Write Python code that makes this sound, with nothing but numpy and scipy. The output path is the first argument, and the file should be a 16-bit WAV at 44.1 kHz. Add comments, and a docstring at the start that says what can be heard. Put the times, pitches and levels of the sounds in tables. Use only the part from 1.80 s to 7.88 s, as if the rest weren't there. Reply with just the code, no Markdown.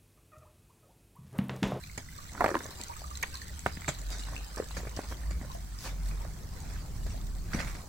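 """Low rumble, murmur, hiss and a faint trickle off to the left open a quiet forest; later a low hum wanders.
A walker with poles eases a two-wheeled trolley down a dirt path: it knocks over roots, shoes and pole
tips scuff and click, stones crunch, leaves swish and tyres roll through litter.
Shaped noise makes rumble, murmur and hiss; dying sine modes make bubbles, clicks and knocks;
random clicks make spray and, under level curves, earth, grit, stones, leaves and litter."""
import sys
import numpy as np
from scipy import signal
from scipy.fft import rfft, irfft
from scipy.io import wavfile
from scipy.ndimage import uniform_filter1d

SR = 44100
rng = np.random.default_rng(int(sys.argv[2]) if len(sys.argv) > 2 else 0)


def persist_wave(psi):
    """Save psi, clipped to +-1, as 16-bit WAV."""
    counts = np.round(np.clip(psi, -1, 1) * 32767).astype(np.int16)
    wavfile.write(sys.argv[1], SR, np.atleast_2d(counts).T)


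N = 268128
HZ = np.fft.rfftfreq(N, 1 / SR)
TIME = np.arange(N) / SR

# level of the fine bright fizz and small bubbles: time_s, level_db
FIZZ_CURVE = [(0, -54), (.12, -54), (.27, -57), (.42, -49), (.55, -54.5), (.65, -49.5), (1.12, -50.5),
              (1.3, -51.5), (1.65, -49), (1.74, -51), (1.9, -50), (2.22, -50.5), (2.42, -49.5), (2.86, -52),
              (2.94, -50), (3.1, -53.5), (3.24, -51), (3.58, -58.5), (3.72, -54.5), (3.87, -56),
              (4.03, -53), (4.17, -60), (4.28, -52.5), (4.5, -57.5), (4.58, -55), (4.68, -58), (4.9, -53.5),
              (5.1, -58), (5.3, -52.5), (5.5, -57), (6.0, -53.5), (6.08, -60)]
# spectrum of crunching earth: freq_hz, relative_density_db_per_hz
EARTH_SPECTRUM = [(150, 4), (330, 0), (650, 6), (900, 2.5), (1400, -1), (1800, -1.5), (2300, -9.5),
                  (3000, -38), (5000, -35)]


def amp(db):
    """Amplitude ratio of a level in dB."""
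    return 10 ** (np.asarray(db) / 20)


def unit(x):
    """Scales x to unit rms."""
    return x / np.sqrt(np.mean(x ** 2) + 1e-20)


def read(points, hz):
    """A spectrum joined by straight lines on a log-frequency axis."""
    f, value = np.transpose(points)
    return np.interp(np.log(hz + 1), np.log(f + 1), value)


def along(rows, s):
    """The columns of a curve at the times s."""
    times, *columns = np.transpose(rows)
    return [np.interp(s, times, column) for column in columns]


def colour(x, spectrum):
    """Gives x a spectrum and unit rms."""
    return unit(irfft(rfft(x) * amp(read(spectrum, HZ)), N))


def add(mix, s, sound):
    """Adds a sound into the mix at s seconds, cut at the end."""
    part = mix[..., max(round(s * SR), 0):][..., :sound.shape[-1]]
    part += sound[..., :part.shape[-1]]


def pair(three, same):
    """Two channels from one shared and two separate signals; same is the shared power."""
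    same = np.clip(same, 0, 1)
    return np.sqrt(same) * three[0] + np.sqrt(1 - same) * three[1:]


def noise(spectrum, same):
    """Smooth stereo noise of unit rms."""
    return colour(pair(rng.standard_normal((3, N)), same), spectrum)


def grains(spectrum, per_s, spread_db, same):
    """Stereo crackle of unit rms: random clicks, a few much larger than the rest."""
    size_db = spread_db * np.minimum(rng.exponential(1, (3, N)), 4)
    size = amp(size_db) * rng.standard_normal((3, N))
    struck = rng.random((3, N)) < per_s / SR
    return colour(pair(size * struck, same), spectrum)


def patches(x, depth_db):
    """Lets small patches of pitch and time swell and sink on their own, at unit rms."""
    z = signal.stft(x, nperseg=512, noverlap=384)[2]
    field = rng.standard_normal(z.shape[1:])
    field = uniform_filter1d(field, size=4, axis=0)
    field = unit(uniform_filter1d(field, size=14, axis=1))
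    return unit(signal.istft(z * amp(depth_db * field), nperseg=512, noverlap=384)[1][:, :N])


def ring(hz, t60, glide=0, onset=0.00016):
    """One dying mode; glide is its relative rise in pitch per second, t60 and onset are in s."""
    t = TIME[:SR // 6]
    tone = np.sin(2 * np.pi * hz * t * (1 + glide * t / 2))
    decay = np.exp(-np.log(1000) * t / t60)
    return tone * decay * (1 - np.exp(-t / onset))


def lowpass(x, hz, order):
    """Butterworth low-pass."""
    return signal.sosfilt(signal.butter(order, min(hz, SR / 2 - 1), fs=SR, output="sos"), x)


def uneven(start, end, per_s):
    """Irregular moments at a mean rate, each with two random deviations of unit rms."""
    slots = np.arange(start, end, 1 / per_s)
    chance = rng.random((len(slots), 3))
    deviations = np.sqrt(12) * (chance[:, 1:].T - .5)
    return slots + chance[:, 0] / per_s, *deviations


def aside(x, lead_ms):
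    """A sound from one side reaches the nearer ear first; positive is left."""
    side = np.array([[1], [-1]])
    return irfft(rfft(x) * np.exp(1j * np.pi * HZ * side * lead_ms / 1000), N)


def woods(x):
    """Sparse echoes off ground and trunks, each band dying at its own speed."""
    # freq_hz, echo_t60_s
    echo_decay = [(100, 0.027), (500, 0.22), (1500, 0.18), (4000, 0.3), (12000, 0.025)]
    taps = rng.standard_normal((2, SR // 2)) * (rng.random((2, SR // 2)) < 2000 / SR)
    taps[:, :100] = 0  # no echo in the first 2.3 ms
    hz, t, z = signal.stft(taps, SR, nperseg=256)
    decay = np.exp(-np.log(1000) * t / read(echo_decay, hz)[:, None])
    tail = signal.istft(z * decay, SR, nperseg=256)[1]
    return signal.fftconvolve(x, tail / np.linalg.norm(tail[0]), axes=1)[:, :N]


def background():
    """Noise as rumble, the mottled murmur of the far forest, and faintly shifting hiss."""
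    # time_s, rumble_db, forest_db
    level_curve = [(0, -49, -69), (.33, -48, -66), (1.05, -48.5, -60), (1.75, -45, -62),
                   (2.15, -46.5, -59.5), (3.0, -47, -57), (3.65, -41.5, -57), (3.95, -47, -62),
                   (4.2, -42.5, -58.5), (4.7, -42, -56.5), (5.3, -38, -57), (5.58, -40.5, -60),
                   (5.8, -37, -59), (6.08, -46, -54)]
    # spectra: freq_hz, relative_density_db_per_hz
    rumble_spectrum = [(15, -1), (28, -16), (42, 2), (75, 2.5), (110, -5.5), (160, -6), (250, -17),
                       (400, -26.5), (900, -74)]
    forest_spectrum = [(150, -6), (300, 3.5), (700, 3), (1100, 0.5), (1800, -15), (2800, -13.5),
                       (5000, -21.5)]
    hiss_spectrum = [(1000, -4.5), (2200, -8), (3000, -24), (4400, 4), (8000, 5), (9500, 0), (12000, -3.5),
                     (16000, 2)]
    rumble_db, forest_db = along(level_curve, TIME)
    rumble = amp(rumble_db) * noise(rumble_spectrum, same=0.93)
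    murmur = amp(forest_db) * patches(noise(forest_spectrum, same=0.4), depth_db=3.5)
    hiss = amp(-57.0) * patches(noise(hiss_spectrum, same=0.011), depth_db=2.5)
    return rumble + murmur + hiss


def bubble(hz):
    """A bubble rings for a fixed count of cycles and rises a little in pitch."""
    cycles_to_60_db_down = 41.3
    longest_t60_s = 0.069  # acts only below about 600 Hz
    rise_per_s_at_1_khz = 4.7  # relative pitch rise
    t60_s = min(cycles_to_60_db_down / hz, longest_t60_s)
    return ring(hz, t60_s, glide=rise_per_s_at_1_khz * np.sqrt(hz / 10 ** 3), onset=1.15 / hz)


def lesser_drips():
    """Each hollow drips irregularly near its own pitch, its mean level following that of the fizz."""
    # pitch_hz, drips_per_s, level_above_fizz_curve_db
    hollow_rows = [(1245, 1.0, 4), (1880, 2.4, 3), (4000, 2.7, 3.5), (7400, 2.2, 8)]
    detune, spread_db = 0.052, 4  # rms log pitch ratio, rms level
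    rows = []
    for hz, per_s, db in hollow_rows:
        s, level_dev, pitch_dev = uneven(0, N / SR, per_s)
        level_db = along(FIZZ_CURVE, s)[0] + db + spread_db * level_dev
        rows += zip(s, level_db, hz * np.exp(detune * pitch_dev))
    return rows


def crackle():
    """Tiny bright spatters, each a few milliseconds of fizz, scattered at random."""
    # freq_hz, relative_density_db_per_hz
    crackle_spectrum = [(900, -12), (1800, -7), (3000, -14), (4100, 4), (5200, -3), (7700, 2.5),
                        (9000, -14), (15000, -10)]
    per_s, fade_s, spread_db = 32, 0.0028, 5.5
    level = np.zeros(N)
    for s, level_dev, _ in zip(*uneven(0, N / SR, per_s)):
        add(level, s, amp(spread_db * level_dev) * np.exp(-TIME[:800] / fade_s))
    return unit(level) * patches(noise(crackle_spectrum, same=0.18), depth_db=5.0)


def trickle():
    """Water off to the left: splashing, ringing drips, many small bubbles, spray and dulled echoes."""
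    # single drips, loud and faint: start_s, level_db, pitch_hz
    drip_rows = [(0.039, -36.5, 2340), (.097, -38.5, 2120), (.287, -39, 1960), (0.385, -35.5, 1120),
                 (0.8432, -31, 6400), (1.0137, -30, 4260), (1.0135, -24.5, 7440), (1.0363, -25, 7360),
                 (1.0365, -36, 4120), (1.083, -31, 6400), (1.096, -30, 920), (1.117, -38, 1100),
                 (1.135, -38, 2350), (1.1673, -30, 7450), (1.24, -33.5, 1163), (1.305, -33, 7000),
                 (1.31, -34, 1137), (1.3542, -29.5, 4000), (1.373, -25, 6940), (1.541, -34, 1042),
                 (1.5422, -29, 5460), (1.5543, -25, 4050), (1.617, -32.5, 4500), (1.617, -34.5, 1820),
                 (1.695, -39.5, 1880), (1.793, -26.5, 7760), (1.952, -35, 8350), (2.009, -31, 7350),
                 (2.149, -34.5, 3850), (2.216, -29, 7500), (2.436, -32, 3900), (2.564, -26.5, 2640),
                 (2.761, -29, 7500), (2.914, -35, 3955), (3.435, -40.5, 1780), (3.7, -33.5, 1019),
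                 (3.749, -31.5, 677), (3.988, -30.5, 4970), (4.288, -32, 8500), (4.312, -38, 2400),
                 (4.405, -37, 890), (5.105, -56, 1770), (5.342, -35, 667.6), (5.35, -52, 1781),
                 (6.021, -60, 1815)]
    # pitch_hz, relative_bubble_size_db
    bubble_sizes = [(700, -41), (1100, -5), (1900, -4), (2900, -9.5), (4100, -1), (5200, -2), (6300, 3.5),
                    (7700, 1.5), (9000, 5)]
    # spectra: freq_hz, relative_density_db_per_hz
    splash_spectrum = [(1000, -13), (2800, -3), (4100, -1.5), (5500, -1), (7800, 4), (9300, -9),
                       (15000, -11)]
    spray_spectrum = [(1000, -5.5), (1900, -3), (3000, -1.5), (4100, 2), (5000, 2.5), (6200, -7), (7800, 3),
                      (9300, -7.5), (15000, -6.5)]
    crackle_db = -8  # relative to the fizz curve

    drips, crowd, hits = np.zeros(N), np.zeros(N), np.zeros(N)
    for s, db, hz in drip_rows + lesser_drips():
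        add(drips, s, amp(db) * bubble(hz))
        hit = np.sqrt(hz / 5000) * np.exp(-TIME[:600] / 0.0019)  # low bubbles splash less
        add(hits, s, amp(db - 12.5) * hit)
    splashes = hits * colour(rng.standard_normal(N), splash_spectrum)

    for hz in np.geomspace(700, 9000, 48):
        size = amp(2.6 * np.minimum(rng.exponential(1, N), 3) + read(bubble_sizes, hz))
        births = rng.random(N) < 16 * np.sqrt(hz / 3000) / SR
        crowd += signal.oaconvolve(size * births, bubble(hz)[:4000])[:N]

    fizz_level = amp(along(FIZZ_CURVE, TIME)[0])
    spray_grains = grains(spray_spectrum, per_s=2000, spread_db=3, same=0.015)
    spray = amp(-3.5) * patches(spray_grains, depth_db=5.5)
    direct = aside(drips + splashes + amp(-5.5) * fizz_level * unit(crowd), lead_ms=0.499)
    echoes = amp(-7.0) * woods(lowpass(direct, hz=3630, order=2))
    return direct + echoes + fizz_level * (spray + amp(crackle_db) * crackle())


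def stroke(rise, fade, thud_db, earth_db, grit_db):
    """Power of the thud, earth and grit of one contact: amplitude rises straight, then fades."""
    t = TIME[:SR]
    shape = np.minimum(t / rise, 1) * np.exp(-np.maximum(t - rise, 0) / fade)
    return (amp([[thud_db], [earth_db], [grit_db]]) * shape) ** 2


def scuffs():
    """Steps land sharply, soles and tyres slide in slow swells: thud, crunching earth, fizzing grit."""
    # shoes and pole tips land: start_s, fade_s, thud_db, earth_db, grit_db
    step_rows = [(0.1757, 0.014, -39.5, -42, -42.5), (1.862, 0.016, -36.5, -40, -42),
                 (2.077, 0.021, -36, -36.5, -30), (2.39, 0.015, -49, -60, -46.5),
                 (2.77, 0.039, -56, -44, -48.5), (2.908, 0.009, -66, -47, -45.5),
                 (2.965, 0.029, -37, -41.5, -44), (3.066, 0.012, -41, -42.5, -58),
                 (3.165, 0.025, -44, -46, -46), (3.189, 0.013, -39, -42, -50),
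                 (3.232, 0.019, -44, -44.5, -50), (3.505, 0.015, -42, -52, -47.5),
                 (3.61, 0.033, -57, -50, -58), (5.261, 0.017, -50, -45.5, -49.5),
                 (5.735, 0.041, -33.5, -41, -41.5), (5.788, 0.041, -60, -43.5, -43),
                 (5.868, 0.027, -51, -50, -45.5), (5.943, 0.034, -44, -50, -49.5)]
    # soles and tyres slide: peak_s, rise_s, earth_db, grit_db
    slide_rows = [(.61, 0.11, -44.5, -53), (.84, 0.092, -50.5, -68), (1.005, 0.021, -48.5, -47),
                  (2.328, 0.042, -49.5, -42.5), (2.479, 0.029, -51, -52), (2.541, 0.044, -47, -54),
                  (3.317, 0.021, -44.5, -59), (4.064, 0.042, -44.5, -44), (4.92, 0.15, -57.5, -57.5),
                  (5.31, 0.032, -63, -50)]
    # spectra: freq_hz, relative_density_db_per_hz
    thud_spectrum = [(30, -35), (70, 7.5), (150, -7.5), (260, -1.5), (420, -17), (1000, -53)]
    grit_spectrum = [(1200, -10), (2400, -3), (3200, -6.5), (4200, -1), (5000, -3), (6500, -1.5),
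                     (8000, -5), (9500, -12), (16000, -32)]
    step_rise_per_fade, slide_fade_per_rise = 0.25, 1
    slide_thud_db = 0  # relative to the earth

    power = np.zeros((3, N))
    for s, fade, *levels in step_rows:
        add(power, s, stroke(step_rise_per_fade * fade, fade, *levels))
    for s, rise, earth_db, grit_db in slide_rows:
        slide = stroke(rise, slide_fade_per_rise * rise, earth_db + slide_thud_db, earth_db, grit_db)
        add(power, s - rise, slide)
    thud, earth, grit = np.sqrt(power)
    thud_noise = noise(thud_spectrum, same=1.0)
    earth_grains = grains(EARTH_SPECTRUM, per_s=1800, spread_db=1.7, same=0.93)
    crumbs = patches(earth_grains, depth_db=3.0)
    grit_grains = grains(grit_spectrum, per_s=7100, spread_db=3.5, same=0.25)
    grit_texture = patches(grit_grains, depth_db=5.5)
    return thud * thud_noise + earth * crumbs + grit * grit_texture


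def ticks():
    """Pole tips and pebbles snap: one short ring and splinters a little unlike at each ear."""
    # start_s, tone_level_db, pitch_hz, t60_s
    tick_rows = [(0.177, -32, 1820, 0.0076), (0.177, -28.5, 7370, 0.0064), (0.6427, -23.5, 4700, 0.0029),
                 (0.642, -24, 12000, 0.0014), (.6615, -26.5, 2260, 0.0081), (.681, -30, 2000, .006),
                 (0.705, -33.5, 5870, 0.0075), (.748, -36.5, 4000, 0.0066), (.753, -30, 2720, 0.0055),
                 (1.4272, -28, 2260, 0.024), (1.4292, -27, 6620, 0.015), (1.4285, -36, 4560, 0.012),
                 (1.427, -29, 11800, .007), (1.4311, -34, 2080, 0.016), (1.4319, -26.5, 1920, 0.014),
                 (1.4355, -24, 1840, 0.017), (1.4392, -30, 1850, 0.016), (1.8617, -23, 2100, 0.0088),
                 (1.9713, -34, 2010, 0.0061), (3.1642, -28, 5700, 0.006), (4.29, -48, 9500, 0.014),
                 (5.7327, -29.5, 1490, 0.0076), (5.7343, -31, 4700, 0.0077), (5.79, -25, 2030, 0.006),
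                 (5.802, -26.5, 1850, 0.014), (5.804, -32, 2450, .009), (5.813, -31.5, 2570, 0.0065),
                 (5.833, -32, 1540, 0.0057), (5.7485, -34, 1600, 0.011), (5.886, -40, 1700, .008),
                 (5.876, -41, 2500, .007), (5.951, -37.5, 1977, 0.0083)]
    splinter_cycles = 4  # to 60 dB down
    out = np.zeros((2, N))
    for s, db, hz, t60 in tick_rows:
        tone = ring(hz, t60)
        burst = rng.standard_normal((2, 300)) * np.exp(-TIME[:300] / 0.0076)
        splinter = ring(hz, t60=splinter_cycles / hz)
        splinters = signal.fftconvolve(burst, splinter[None], axes=1)[:, :len(tone)]
        add(out, s, amp(db) * (tone + 1.26 * unit(splinters) * np.std(tone)))
    return out


def gravel():
    """Small stones grind under a sole: separate grains that start at once and die away."""
    # start_s, fade_s, level_db
    crunch_rows = [(0.178, 0.0095, -41), (1.868, .04, -50), (2.019, .012, -47), (2.045, 0.0088, -46),
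                   (2.08, 0.011, -27.5), (2.968, .02, -44), (3.072, 0.014, -49), (3.508, 0.017, -46),
                   (4.082, 0.014, -42.5), (5.732, 0.033, -37), (5.789, 0.047, -43), (5.87, 0.036, -51)]
    # freq_hz, relative_density_db_per_hz
    stone_spectrum = [(600, -50), (1200, 6.5), (1600, 6), (2300, 10), (3000, -23), (4000, -38)]
    level = np.zeros(N)
    for s, fade, db in crunch_rows:
        add(level, s, amp(db) * np.exp(-TIME[:SR] / fade))
    return level * grains(stone_spectrum, per_s=600, spread_db=2, same=0.32)


def rattle_blows():
    """The loose load strikes many times on a root, each blow ringing a fixed count of cycles."""
    # time_s, mean_relative_body_db, mean_pitch_hz
    rattle_curve = [(0.566, -41, 1100), (.6, -46, 1000), (.612, -43, 905), (.665, -45, 640),
                    (.72, -43, 410), (.765, -44, 356), (0.801, -50, 402)]
    per_s, cycles_to_60_db_down = 84, 15
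    clack_db, spread_db = 3, 7  # clack in the table relative to body; rms level spread
    s, level_dev, pitch_dev = uneven(rattle_curve[0][0], rattle_curve[-1][0], per_s)
    db, hz = along(rattle_curve, s)
    db = db + spread_db * level_dev
    hz = hz * np.exp(0.2 * pitch_dev)
    return list(zip(s, db, hz, cycles_to_60_db_down / hz, db + clack_db))


def knocks():
    """Each blow rings a hollow body and a detuned frame, dulled by soil, with a rattle and contact tick."""
    # trolley and poles: start_s, relative_body_db, body_pitch_hz, body_t60_s, relative_clack_db
    knock_rows = [(0.5507, -48, 1200, .005, -30), (0.6073, -6.5, 950, 0.0025, -12),
                  (0.6101, -10.5, 885, 0.0045, -18), (0.613, -14, 825, 0.0077, -20),
                  (0.62, -12, 885, 0.0064, -22), (.6245, -30, 800, .008, -36),
                  (0.6281, -23, 620, 0.012, -33), (.632, -29, 520, .008, -37),
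                  (0.6424, -10, 805, 0.0091, -10.5), (0.644, -7, 560, 0.0037, -12),
                  (.6485, -17, 704, 0.018, -16), (0.661, -8.5, 685, 0.0042, -16),
                  (0.6644, -10.5, 764, 0.0041, -21), (.673, -36, 560, 0.023, -35),
                  (0.68, -20, 760, 0.0078, -19), (0.6898, -23, 590, 0.018, -17.5),
                  (0.7034, -29.5, 537, 0.022, -23), (.7075, -31, 604, 0.013, -27),
                  (.714, -27.5, 360, 0.043, -25), (0.7237, -33, 480, 0.017, -38),
                  (0.7431, -23, 388, 0.022, -16.5), (.753, -17.5, 1047, 0.012, -16),
                  (0.7554, -21.5, 340, 0.029, -40), (.7655, -33, 900, 0.011, -27),
                  (0.7676, -30, 340, 0.029, -22), (0.8059, -36, 470, 0.014, -24.5),
                  (.856, -28, 580, 0.0078, -27.5), (.891, -38.5, 380, .02, -40),
                  (.911, -49, 796, .008, -34.5), (1.0, -37, 377, 0.013, -36),
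                  (1.218, -36, 720, 0.0096, -43), (1.862, -8, 810, 0.004, -13.5),
                  (1.865, -26, 800, 0.0055, -18), (1.972, -27.5, 190, 0.02, -38),
                  (2.082, -26, 860, 0.0078, -21), (2.086, -22.5, 137, 0.053, -38),
                  (2.089, -28, 624, 0.024, -26), (2.471, -41, 1150, .006, -44),
                  (2.486, -36, 1100, 0.0056, -37), (2.534, -36, 1106, 0.0089, -40),
                  (2.772, -28, 454, 0.01, -25.5), (2.779, -32, 910, 0.0085, -36),
                  (2.785, -45, 700, .008, -28), (2.7997, -17.5, 473, 0.017, -25),
                  (2.823, -31, 400, 0.013, -33), (2.968, -35, 525, 0.018, -33),
                  (3.032, -36.5, 450, 0.021, -37), (3.051, -35, 520, .012, -32),
                  (3.072, -36, 483.5, 0.0073, -31.5), (3.173, -34, 694, 0.012, -31.5),
                  (3.1904, -17, 420, 0.0039, -33), (3.191, -26, 780, 0.01, -39),
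                  (3.324, -43, 1110, 0.006, -28), (3.51, -35, 606, 0.01, -32),
                  (3.613, -32, 240, 0.032, -34), (3.648, -39, 572, 0.024, -36),
                  (4.45, -37, 645, 0.016, -36), (5.7464, -17.5, 200.7, 0.023, -30),
                  (5.759, -21, 150, 0.028, -38)]
    # frame modes: mean_pitch_hz, relative_level_db, t60_s
    frame_modes = [(1060, -8, 0.022), (1264, -7.5, 0.016), (1666, 0, 0.009), (2320, -8, 0.022)]
    frame_detune = 0.099  # rms log pitch ratio from blow to blow
    contact_db = -24.5  # relative to the table's clack level

    dull, loose, sharp = np.zeros(N), np.zeros(N), np.zeros((2, N))
    for s, body_db, hz, t60, clack_db in knock_rows + rattle_blows():
        frame = 0
        for mode_hz, db, mode_t60 in frame_modes:
            detuned_hz = mode_hz * np.exp(frame_detune * rng.standard_normal())
            frame = frame + amp(db) * ring(detuned_hz, mode_t60)
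        body = amp(body_db + 4.0) * ring(hz, t60, onset=0.28 / hz)
        add(dull, s, body + amp(clack_db - 4.0) * frame)
        add(loose, s, amp(clack_db - 19.0) * np.exp(-TIME[:2000] / 0.0042))
        contact = rng.standard_normal((2, 400)) * np.exp(-TIME[:400] / 0.0019)
        add(sharp, s, amp(clack_db + contact_db) * contact)
    dull = dull - lowpass(dull, hz=126, order=1)  # small bodies radiate little bass
    rattle = loose * noise(EARTH_SPECTRUM, same=0.6)
    return lowpass(aside(dull, lead_ms=-0.092) + rattle, hz=2020, order=6) + sharp


def leaves():
    """Dry leaves are brushed aside: dense grains in soft, bright swells."""
    # peak_s, gaussian_sigma_s, level_db
    swish_rows = [(.83, 0.038, -55), (2.97, 0.016, -50), (3.315, 0.019, -50), (3.745, .02, -53),
                  (4.05, .04, -46.5), (4.27, 0.023, -55), (4.42, 0.018, -62), (4.78, 0.02, -56),
                  (5.17, 0.016, -57), (5.76, 0.036, -54), (5.89, 0.035, -52)]
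    # freq_hz, relative_density_db_per_hz
    leaf_spectrum = [(2500, -6), (4000, -3.5), (5500, 2.5), (7000, -2), (9000, -6.5), (15000, -9)]
    level = sum(amp(db) * np.exp(-((TIME - s) / width) ** 2 / 2) for s, width, db in swish_rows)
    rustle = grains(leaf_spectrum, per_s=5000, spread_db=0.5, same=0.26)
    return level * patches(rustle, depth_db=0.5)


def hum():
    """A deep, nearly pure drone in two stretches, wandering in pitch and wavering in level."""
    # two stretches: time_s, pitch_hz, level_before_waver_db
    high_curve = [(1.2, 62.84, -46.5), (1.7, 67.3, -47.5), (1.99, 67.6, -41)]
    low_curve = [(2.1, 44.7, -47), (2.28, 47.04, -38), (2.7, 50.3, -42.5), (3.15, 54.3, -43.5),
                 (3.45, 54.44, -36.5), (3.75, 50.65, -42), (4.3, 46.28, -36.5), (4.65, 42.73, -53),
                 (5.3, 41.73, -37.5), (6.05, 39.3, -45.5)]
    waver_rms_db, waver_cutoff_hz = 3, 5
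    out = np.zeros(N)
    for rows in (high_curve, low_curve):
        t = np.arange(rows[0][0], rows[-1][0], 1 / SR)
        hz, db = along(rows, t)
        phase = 2 * np.pi * np.cumsum(hz) / SR
        tone = np.sin(phase) + amp(-27.0) * np.sin(3 * phase)
        add(out, t[0], np.sqrt(2) * amp(db) * tone * signal.windows.tukey(len(t), .04))
    waver = unit(lowpass(rng.standard_normal(N), waver_cutoff_hz, order=2))
    return out * amp(waver_rms_db * waver)


def tyres():
    """Tyres roll through soft leaf litter: grains rustling in swells."""
    # time_s, level_db
    rolling_curve = [(3.3, -67), (3.42, -58), (3.68, -62), (3.82, -66), (4.0, -62), (4.16, -61),
                     (4.3, -56.5), (4.42, -58), (4.66, -71), (4.74, -57), (4.8, -65), (4.9, -56),
                     (5.0, -56), (5.06, -77), (5.16, -56), (5.22, -70), (5.36, -62), (5.5, -66.5),
                     (5.58, -82), (5.68, -55.5), (5.73, -49), (5.92, -55.5), (6.05, -65)]
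    # freq_hz, relative_density_db_per_hz
    litter_spectrum = [(300, -12), (800, -1.5), (1300, 0), (1800, -1.5), (2300, -2.5), (3000, -15),
                       (5000, -20)]
    litter = grains(litter_spectrum, per_s=1500, spread_db=2, same=0.35)
    return amp(along(rolling_curve, TIME)[0]) * patches(litter, depth_db=4.0)


def scene():
    """The path sounds with their forest echo, over water, hum and background."""
    path = knocks() + scuffs() + gravel() + leaves() + ticks() + tyres()
    return path + amp(-15.0) * woods(path) + trickle() + hum() + background()


def record(dry):
    """Two microphone ports differ in colour and phase; a steep low-pass then limits the band."""
    # freq_hz, left_minus_right_db
    port_level = [(60, -0.5), (700, 0.5), (1000, -2), (1300, -4), (1800, -8), (2300, -3.5), (3000, 6),
                  (4200, 0.5), (5000, -1), (6500, -3), (9000, 0), (15000, 0.5)]
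    # freq_hz, left_lead_rad
    port_phase = [(30, 0.72), (60, 0.25), (120, 0), (300, 0.18), (600, 0)]
    edge_hz = 15950
    half = np.array([[.5], [-.5]])
    ports = amp(half * read(port_level, HZ)) * np.exp(1j * half * read(port_phase, HZ))
    heard = irfft(rfft(dry) * ports, N)
    band_limit = signal.firwin(511, edge_hz, window=("kaiser", 9), fs=SR)
    return signal.oaconvolve(heard, band_limit[None], "same")


dry = scene()
out = record(dry)
persist_wave(out)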